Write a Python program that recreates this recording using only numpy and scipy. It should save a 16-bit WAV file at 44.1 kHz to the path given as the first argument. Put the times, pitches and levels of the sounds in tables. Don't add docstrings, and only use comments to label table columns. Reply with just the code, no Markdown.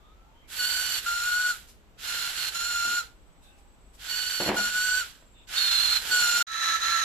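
import sys
import numpy as np
from scipy import signal
from scipy.fft import rfft, irfft
from scipy.io import wavfile

SR = 44100
rng = np.random.default_rng(int(sys.argv[2]) if len(sys.argv) > 2 else 0)


def log_audio(samples):
    frames = np.atleast_2d(samples).T
    limited = np.clip(frames, -1, 1)
    pcm = np.round(limited * 32767).astype(np.int16)
    wavfile.write(sys.argv[1], SR, pcm)


N = 310464
TIME = np.arange(N) / SR
BINS = np.maximum(np.arange(N // 2 + 1) * SR / N, 1)

# f/Hz, relative spectral density/dB
GARDEN_SPECTRUM = [(12, -21), (20, 1), (55, -2), (75, -8.5), (140, -14.5), (211, -14.5), (522, -20),
                   (1160, -24), (1610, -28.5), (1790, -31), (2700, -31), (3760, -34), (5220, -40),
                   (7870, -38.5), (8550, -49.5), (14000, -43)]
VERANDA_HOUSING = [(100, -15), (300, -26), (700, -10), (1150, -7), (1480, 8), (1750, 1), (2200, -0.5),
                   (2900, 3.5), (3500, 3), (4300, 0), (5200, -2.5), (6500, -7), (7300, -9), (8500, -14)]
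ROUGH_HOUSING = [(100, -20), (400, -17.5), (900, -8), (1350, 5), (1520, -2), (1720, 15), (1920, 4.5),
                 (2150, -0.5), (3000, -1.5), (3900, 3.5), (4800, -5.5), (5800, -4.5), (6500, -3),
                 (7600, -17)]
FIZZ_SPECTRUM = [(5500, -7), (7800, 4), (9100, -3), (10200, 2), (12000, 2.5), (14400, -5)]
TYRE_SPECTRUM = [(60, -12), (130, -11), (200, 0), (280, -8), (450, 2), (650, -3.5), (900, 4.5), (1500, -28),
                 (4000, -50)]
RUSTLE_SPECTRUM = [(500, -10), (3500, 0), (7000, -2), (14000, -6)]
KNOCK_SPECTRUM = [(35, -26), (90, -9), (150, 0), (230, 2), (350, 1.5), (700, 3), (1100, -4.5), (2000, -5.5),
                  (3500, -14), (8000, -37)]
# f/Hz, correlation
GARDEN_COHERENCE = [(30, 0.33), (200, 0.74), (600, 0.57), (1500, 0), (8000, 0.048)]
NEAR_COHERENCE = [(300, 1), (1400, 0.36), (2800, 0.44), (4500, 0.2), (8000, -0.33), (13000, 0.0026)]
# f/Hz, left minus right/dB
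VERANDA_BALANCE = [(1000, 0), (1450, 0.5), (2200, -1.5), (3000, -4.5), (4300, -7.5), (5700, -2.5),
                   (7200, -10.5), (9000, -1), (11000, -7), (13500, -9)]
ROUGH_BALANCE = [(900, 1.5), (1330, -13.5), (1650, 1), (2000, -11.5), (3000, -3.5), (4000, -0.5),
                 (5000, -6), (6600, -14.5), (8000, 5), (13000, -1)]
# t/s, length/s, start f/Hz, end f/Hz, level/dB, rasp as a share of the pitch
BIRD_NOTES = [(0, .16, 1170, 1296, -63.5, 0.021), (.07, 0.27, 1295, 1360, -68, .015),
              (0, .16, 3450, 3700, -70, 0.044), (.22, 0.18, 780, 950, -65.5, 0.064),
              (.34, 0.13, 3150, 3140, -66, .03), (.41, 0.084, 2120, 2200, -66, 0.07),
              (3.42, 0.11, 3750, 3660, -63, 0.046), (3.42, 0.2, 2710, 2610, -68.5, 0.045),
              (3.442, .14, 1580, 1540, -69, 0.046), (3.3, .5, 828, 810, -69.5, 0.045),
              (5.34, 0.12, 3605, 3590, -61, 0.039), (5.345, 0.11, 2810, 2720, -64, 0.1)]
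# t/s, f/Hz, level/dB
INSECT_TONE = [(0, 8200, -98), (1.8, 7900, -82), (3.9, 7830, -67), (5.3, 7600, -66)]
# power on t/s, up to speed t/s, power off t/s, 3rd harmonic/dB, 5th harmonic/dB,
# swell of the 3rd/(dB/s), scrub (how far unequal wheel loads part the motors' speeds),
# rattle/dB, fizz/dB, tyres/dB, run-down of rattle and fizz/(dB/s)
FORWARD_RUNS = [(.472, .605, .985, -35.5, -41.5, -16, .7, -40.3, -42, -68, 330),
                (1.972, 2.08, 2.485, -39.5, -46.5, 14, 1.7, -39.6, -44.6, -63.5, 450),
                (3.97, 4.115, 4.485, -35.8, -43.2, 1, .8, -41.5, -47.2, -65, 400),
                (5.468, 5.578, 5.97, -27.3, -47, 5, 1.6, -35.8, -42, -62, 450)]
REVERSE_RUNS = [(1.01, 1.066, 1.503, -41.8, -42, 5, 1.2, -42.8, -45.4, -64.5, 150),
                (2.5, 2.548, 2.985, -39.3, -40, -3, 1.2, -42.3, -47.6, -59.5, 230),
                (4.52, 4.571, 4.995, -38, -37.3, 0, 1.1, -40.8, -46.2, -63.5, 135),
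                (5.965, 6.122, 6.43, -33.3, -34, -24, .9, -36, -41.3, -52, 200)]
ROUGH_RUN = (6.43, 6.66, 7.04, -33, -45, -4, .86, -38.2, -48, -68, 200)
DRAGGING_RUN = (5.47, 5.575, 5.97, -39.5, -55, -38, 1.2)
# t/s, f/Hz, level/dB
FORWARD_MESH = [
    [(.61, 1478, -36.5), (.8, 1489, -35), (.96, 1488, -50)],
    [(2.09, 1416, -43), (2.24, 1406, -40), (2.38, 1443, -50), (2.47, 1420, -46)],
    [(4.11, 1478, -42), (4.32, 1486, -41), (4.49, 1452, -44)],
    [(5.58, 1455, -46.5), (5.74, 1378, -49), (5.83, 1410, -51)],
]
REVERSE_MESH = [
    [(1.07, 1402, -28.5), (1.22, 1405, -31.5), (1.39, 1468, -26), (1.5, 1455, -28)],
    [(2.56, 1385, -37.5), (2.69, 1419, -35.5), (2.83, 1399, -29), (2.97, 1430, -28)],
    [(4.57, 1450, -28.5), (4.64, 1436, -28), (4.85, 1486, -27), (4.98, 1495, -27)],
    [(6.12, 1488, -25), (6.27, 1415, -27.3), (6.42, 1416, -26.5)],
]
ROUGH_MESH = [(6.5, 1327, -31), (6.76, 1327, -29.5), (6.92, 1355, -29), (7.04, 1334, -32.5)]
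DRAGGING_MESH = [(5.57, 1252, -57), (5.76, 1190, -55)]
# harmonic number, level against the 5th/dB
FORWARD_OVERTONES = [(2, 1), (4, -4.5), (6, -20.5), (7, -9.5), (8, -6)]
REVERSE_OVERTONES = [(2, -6), (4, -6.5), (6, -15), (7, -15.5), (8, -17), (9, -15)]
ROUGH_OVERTONES = [(2, -7), (4, -8.5)]
# speed offset per unit of scrub/%, relative level/dB, lag of the right side/ms
MOTORS = [(0, 4.5, 0.095), (-1.14, -3, -0.042), (0.87, -6, 0.14), (-3, -10.5, 0.068)]
# t/s, half width/s, depth/dB
LOAD_DIPS = [(2.33, .03, 15), (4.715, .028, 8), (6.603, .012, 6), (6.795, .02, 17)]
# peak t/s, level/dB, time to fall 60 dB/s
RUSTLES = [(1.695, -55.5, .25), (3.44, -66, .5), (3.59, -70, .2), (3.955, -60, .15)]
# t/s, strength/dB
BUMPS = [(2.849, -41), (2.873, -43), (2.929, -46), (4.402, -20.5), (4.416, -29), (4.435, -39), (4.462, -23),
         (4.477, -22), (4.49, -17.5), (4.5, -31), (4.516, -25.5), (4.544, -28), (4.584, -29.5),
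         (5.224, -51)]
# f/Hz, relative level/dB
CASE_MODES = [(207, -44.5), (298, -45), (355.3, -44), (473.7, -62), (651.4, -50.5), (705.2, -50.5),
              (920.5, -50), (985.1, -48), (1114, -66)]
# t/s, gain
GAP = [(0, 1), (6.421, 1), (6.428, 0), (6.467, 0), (6.474, 1), (7.04, 1)]
GAP_END_S = GAP[3][0]


def from_db(db):
    return 10 ** (np.asarray(db) / 20)


def rms_one(x):
    return x / np.sqrt(np.mean(x ** 2) + 1e-20)


def in_time(rows, t=TIME):
    times, *columns = np.transpose(rows)
    return [np.interp(t, times, column) for column in columns]


def at_hz(points, hz):
    f, value = np.transpose(points)
    return np.interp(np.log(hz), np.log(f), value)


def drift(rate_hz, size=N):
    pole = np.exp(-40 * np.pi * rate_hz / SR)
    slow = signal.lfilter([1], [1, -2 * pole, pole * pole], rng.standard_normal(size // 20 + 2002))[2000:]
    return np.interp(np.arange(size) / 20, np.arange(len(slow)), rms_one(slow))


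def stereo_noise(spectrum, coherence, band_hz, balance=((1000, 0),), drive=1):
    mid, side = rfft(rng.standard_normal((2, N)) * drive)
    alike = np.clip(at_hz(coherence, BINS), -.95, .99)
    sides = np.array([[1], [-1]])
    pair = mid + np.sqrt((1 - alike) / (1 + alike)) * side * sides
    pair *= from_db(at_hz(spectrum, BINS) + sides * at_hz(balance, BINS) / 2)
    inside = (BINS > band_hz[0]) & (BINS < band_hz[1])
    return irfft(pair, N) / np.std(irfft(pair.mean(axis=0) * inside, N))


def garden_air(rumble_db=-57.8, hum_db=-62, hum_hz=49.2, drop_db=7, recovery_s=.7):
    rumble = from_db(rumble_db) * stereo_noise(GARDEN_SPECTRUM, GARDEN_COHERENCE, (20, 14000))
    hum = from_db(hum_db + 3 * drift(1.4)) * np.sqrt(2) * np.sin(2 * np.pi * hum_hz * TIME + drift(4))
    since_gap = TIME - GAP_END_S
    return (rumble + hum) * from_db(-drop_db * (since_gap > 0) * np.exp(-abs(since_gap) / recovery_s))


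def birds():
    out = np.zeros(N)
    for start, length, start_hz, end_hz, db, rasp in BIRD_NOTES:
        on = (TIME > start) & (TIME < start + length)
        progress = (TIME[on] - start) / length
        hz = (start_hz + (end_hz - start_hz) * progress) * (1 + rasp * drift(304, len(progress)))
        envelope = from_db(db) * np.sqrt(2 * np.sin(np.pi * progress))
        out[on] += envelope * np.sin(2 * np.pi * np.cumsum(hz) / SR)
    return out


def insect(spread=.022, chirp_hz=19, chirp_db=4):
    hz, db = in_time(INSECT_TONE)
    envelope = from_db(db + chirp_db * np.sin(2 * np.pi * chirp_hz * TIME + drift(8.7)))
    unsteady_hz = hz * (1 + spread * np.array([drift(299.1), drift(299.1)]))
    return envelope * np.sin(2 * np.pi * np.cumsum(unsteady_hz, axis=1) / SR)


def spin_up(run, t=TIME):
    on, at_speed = run[:2]
    return np.clip((t - on) / max(at_speed - on, .005), 0, 1)


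def coasting(run, t=TIME):
    return np.maximum(t - run[2], 0)


def swell_db(run, t=TIME):
    on, at_speed, off = run[:3]
    return run[5] * (np.clip(t, on, off) - (at_speed + off) / 2)


def load_dip_db(t=TIME):
    return -sum(depth * np.exp(-np.minimum(((t - s) / width) ** 2, 20)) for s, width, depth in LOAD_DIPS)


def tyre_judder(scrub, t, grip=1.2, depth_percent=2.4, rate_hz=38):
    return depth_percent * max(scrub - grip, 0) * np.sin(2 * np.pi * rate_hz * t + drift(10, len(t)))


def gear_whine(run, mesh, overtones, balance, bite, release_s, wander, jitter_percent, flutter_db,
               eccentric, lead_db, slap, coast_hz_per_s=3400):
    on, _, off, third_db, fifth_db, _, scrub = run[:7]
    span = (TIME > on) & (TIME < off + .12)
    t, out = TIME[span], np.zeros((2, N))
    mesh_hz, tone_db = in_time(mesh, t)
    mesh_hz = mesh_hz - coast_hz_per_s * coasting(run, t)
    onset = spin_up(run, t) ** bite
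    envelope = onset * np.exp(-(coasting(run, t) / release_s) ** 2) * from_db(load_dip_db(t))
    harmonics = [(1, tone_db), (3, third_db + swell_db(run, t)), (5, fifth_db)]
    harmonics += [(round(k), fifth_db + db) for k, db in overtones]
    share = from_db([db for _, db, _ in MOTORS])
    deck = share * from_db([lead_db, 0, 0, 0])
    share, deck = share / np.linalg.norm(share), deck / np.linalg.norm(deck)
    judder = tyre_judder(scrub, t)
    for m, (offset, _, lag_ms) in enumerate(MOTORS):
        load = scrub * (offset + wander * drift(13.94, len(t)))
        backlash = jitter_percent * drift(111, len(t))
        phase = 2 * np.pi * np.cumsum(mesh_hz * (1 + (judder + load + backlash) / 100)) / SR
        pinion = phase / 8 + rng.uniform(0, 2 * np.pi)
        for k, db in harmonics:
            throb = 1 + eccentric * np.cos(pinion + rng.uniform(0, 2 * np.pi))
            flutter = rms_one(throb * from_db(flutter_db * drift(49, len(t))))
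            amplitude = np.sqrt(2) * (deck if k == 1 else share)[m] * from_db(db) * flutter * envelope
            smear = slap * np.log(k) * drift(76, len(t))
            hz = k * np.median(mesh_hz)
            skew_rad = np.clip(2 * np.pi * hz * lag_ms / 1000, -1.5, 1.5)
            sides = from_db(np.array([.5, -.5]) * at_hz(balance, hz)) * np.exp([0, -1j * skew_rad])
            sides /= abs(sides.mean())
            out[:, span] += amplitude * np.real(sides[:, None] * np.exp(1j * (k * phase + smear)))
    return out


def gear_rattle(runs, mesh_hz, body, balance, rise, uneven_db, flutter_db=.9):
    teeth = np.cumsum(mesh_hz) / SR
    strength = from_db(uneven_db * rng.standard_normal(N))[teeth.astype(int)]
    knocks = strength * np.exp(-1.6 * (teeth % 1)) * from_db(flutter_db * drift(35))
    housing_gain = fizz_gain = 0
    for run in runs:
        rattle_db, fizz_db, _, down_db_per_s = run[7:]
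        run_down = from_db(-down_db_per_s * np.minimum(coasting(run), 1))
        housing_gain += spin_up(run) ** rise * run_down * from_db(rattle_db)
        fizz_gain += spin_up(run) ** 1.15 * run_down * from_db(fizz_db + .3 * swell_db(run))
    housing = stereo_noise(body + [(12000, -35)], NEAR_COHERENCE, (2000, 3700), balance, knocks)
    fizz = stereo_noise(FIZZ_SPECTRUM, NEAR_COHERENCE, (7800, 14000), balance, knocks)
    return (housing_gain * housing + fizz_gain * fizz) * from_db(.27 * load_dip_db())


def veranda(x, t60=.23, wet_db=-10.5):
    t = TIME[:SR // 2]
    tail = rng.standard_normal((2, len(t))) * from_db(-60 * t / t60) * (t > .004)
    tail /= np.linalg.norm(tail, axis=1, keepdims=True)
    return x + from_db(wet_db) * signal.fftconvolve(x, tail, axes=1)[:, :N]


def car_on_veranda():
    forward = sum(gear_whine(run, mesh, FORWARD_OVERTONES, VERANDA_BALANCE, bite=5, release_s=.015,
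                             wander=.556, jitter_percent=.903, flutter_db=1.5, eccentric=.14,
                             lead_db=2.5, slap=.18) for run, mesh in zip(FORWARD_RUNS, FORWARD_MESH))
    reverse = sum(gear_whine(run, mesh, REVERSE_OVERTONES, VERANDA_BALANCE, bite=12, release_s=.027,
                             wander=.302, jitter_percent=.713, flutter_db=1.7, eccentric=.085,
                             lead_db=9, slap=.7) for run, mesh in zip(REVERSE_RUNS, REVERSE_MESH))
    dragging = gear_whine(DRAGGING_RUN, DRAGGING_MESH, [], VERANDA_BALANCE, bite=12, release_s=.02,
                          wander=.829, jitter_percent=1.395, flutter_db=6.5, eccentric=.3,
                          lead_db=3, slap=.47)
    mesh_curve = sorted(tuple(row) for mesh in FORWARD_MESH + REVERSE_MESH for row in mesh)
    rattle = gear_rattle(FORWARD_RUNS + REVERSE_RUNS, in_time(mesh_curve)[0], VERANDA_HOUSING,
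                         VERANDA_BALANCE, rise=1.1, uneven_db=1.3)
    return veranda(forward + reverse + dragging + rattle)


def tyres(runs, grit_db=.5, down_db_per_s=90):
    rolling = sum(spin_up(run) * from_db(run[9] - down_db_per_s * coasting(run)) for run in runs)
    return rolling * from_db(grit_db * drift(33)) * stereo_noise(TYRE_SPECTRUM, NEAR_COHERENCE, (60, 1500))


def rustles(rise_s=.03):
    envelope = np.zeros(N)
    for peak_s, db, t60 in RUSTLES:
        age = TIME - peak_s
        envelope += np.clip(age / rise_s + 1, 0, 1) * from_db(db - 60 * np.maximum(age, 0) / t60)
    return envelope * stereo_noise(RUSTLE_SPECTRUM, NEAR_COHERENCE, (500, 14000))


def case_bumps(ring_db=28, ring_t60=.34, knock_db=-8, knock_t60=.022, rub_db=-15.5, rub_t60=.28):
    ring, scuff = np.zeros((2, N))
    t = TIME[:SR // 2]
    for start, db in BUMPS:
        at = slice(round(start * SR), round(start * SR) + len(t))
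        scuff[at] += from_db(db + knock_db - 60 * t / knock_t60) + from_db(db + rub_db - 60 * t / rub_t60)
        for hz, mode_db in CASE_MODES:
            mode_t60 = ring_t60 * np.sqrt(350 / hz)
            envelope = from_db(db + ring_db + mode_db - 60 * t / mode_t60)
            ring[at] += rng.choice([-1, 1]) * envelope * np.sin(2 * np.pi * hz * t)
    return ring + scuff * stereo_noise(KNOCK_SPECTRUM, [(500, .9), (3000, .41)], (80, 1100))


def car_on_rough_ground():
    whine = gear_whine(ROUGH_RUN, ROUGH_MESH, ROUGH_OVERTONES, ROUGH_BALANCE, bite=1.2, release_s=.04,
                       wander=.402, jitter_percent=.854, flutter_db=1.5, eccentric=.1, lead_db=4, slap=.21)
    mesh_hz = in_time(ROUGH_MESH)[0]
    return whine + gear_rattle([ROUGH_RUN], mesh_hz, ROUGH_HOUSING, ROUGH_BALANCE, rise=.95, uneven_db=1.1)


def scene():
    on_veranda = car_on_veranda() + tyres(FORWARD_RUNS + REVERSE_RUNS) + case_bumps() + rustles()
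    on_rough_ground = car_on_rough_ground() + tyres([ROUGH_RUN])
    garden = garden_air() + np.array([birds(), birds()]) + insect()
    return on_veranda * (TIME < GAP_END_S) + on_rough_ground + garden


def record(dry, cutoff_hz=14250):
    low_pass = signal.ellip(10, .2, 80, cutoff_hz, fs=SR, output="sos")
    return signal.sosfilt(low_pass, dry * in_time(GAP)[0])


dry = scene()
out = record(dry)
log_audio(out)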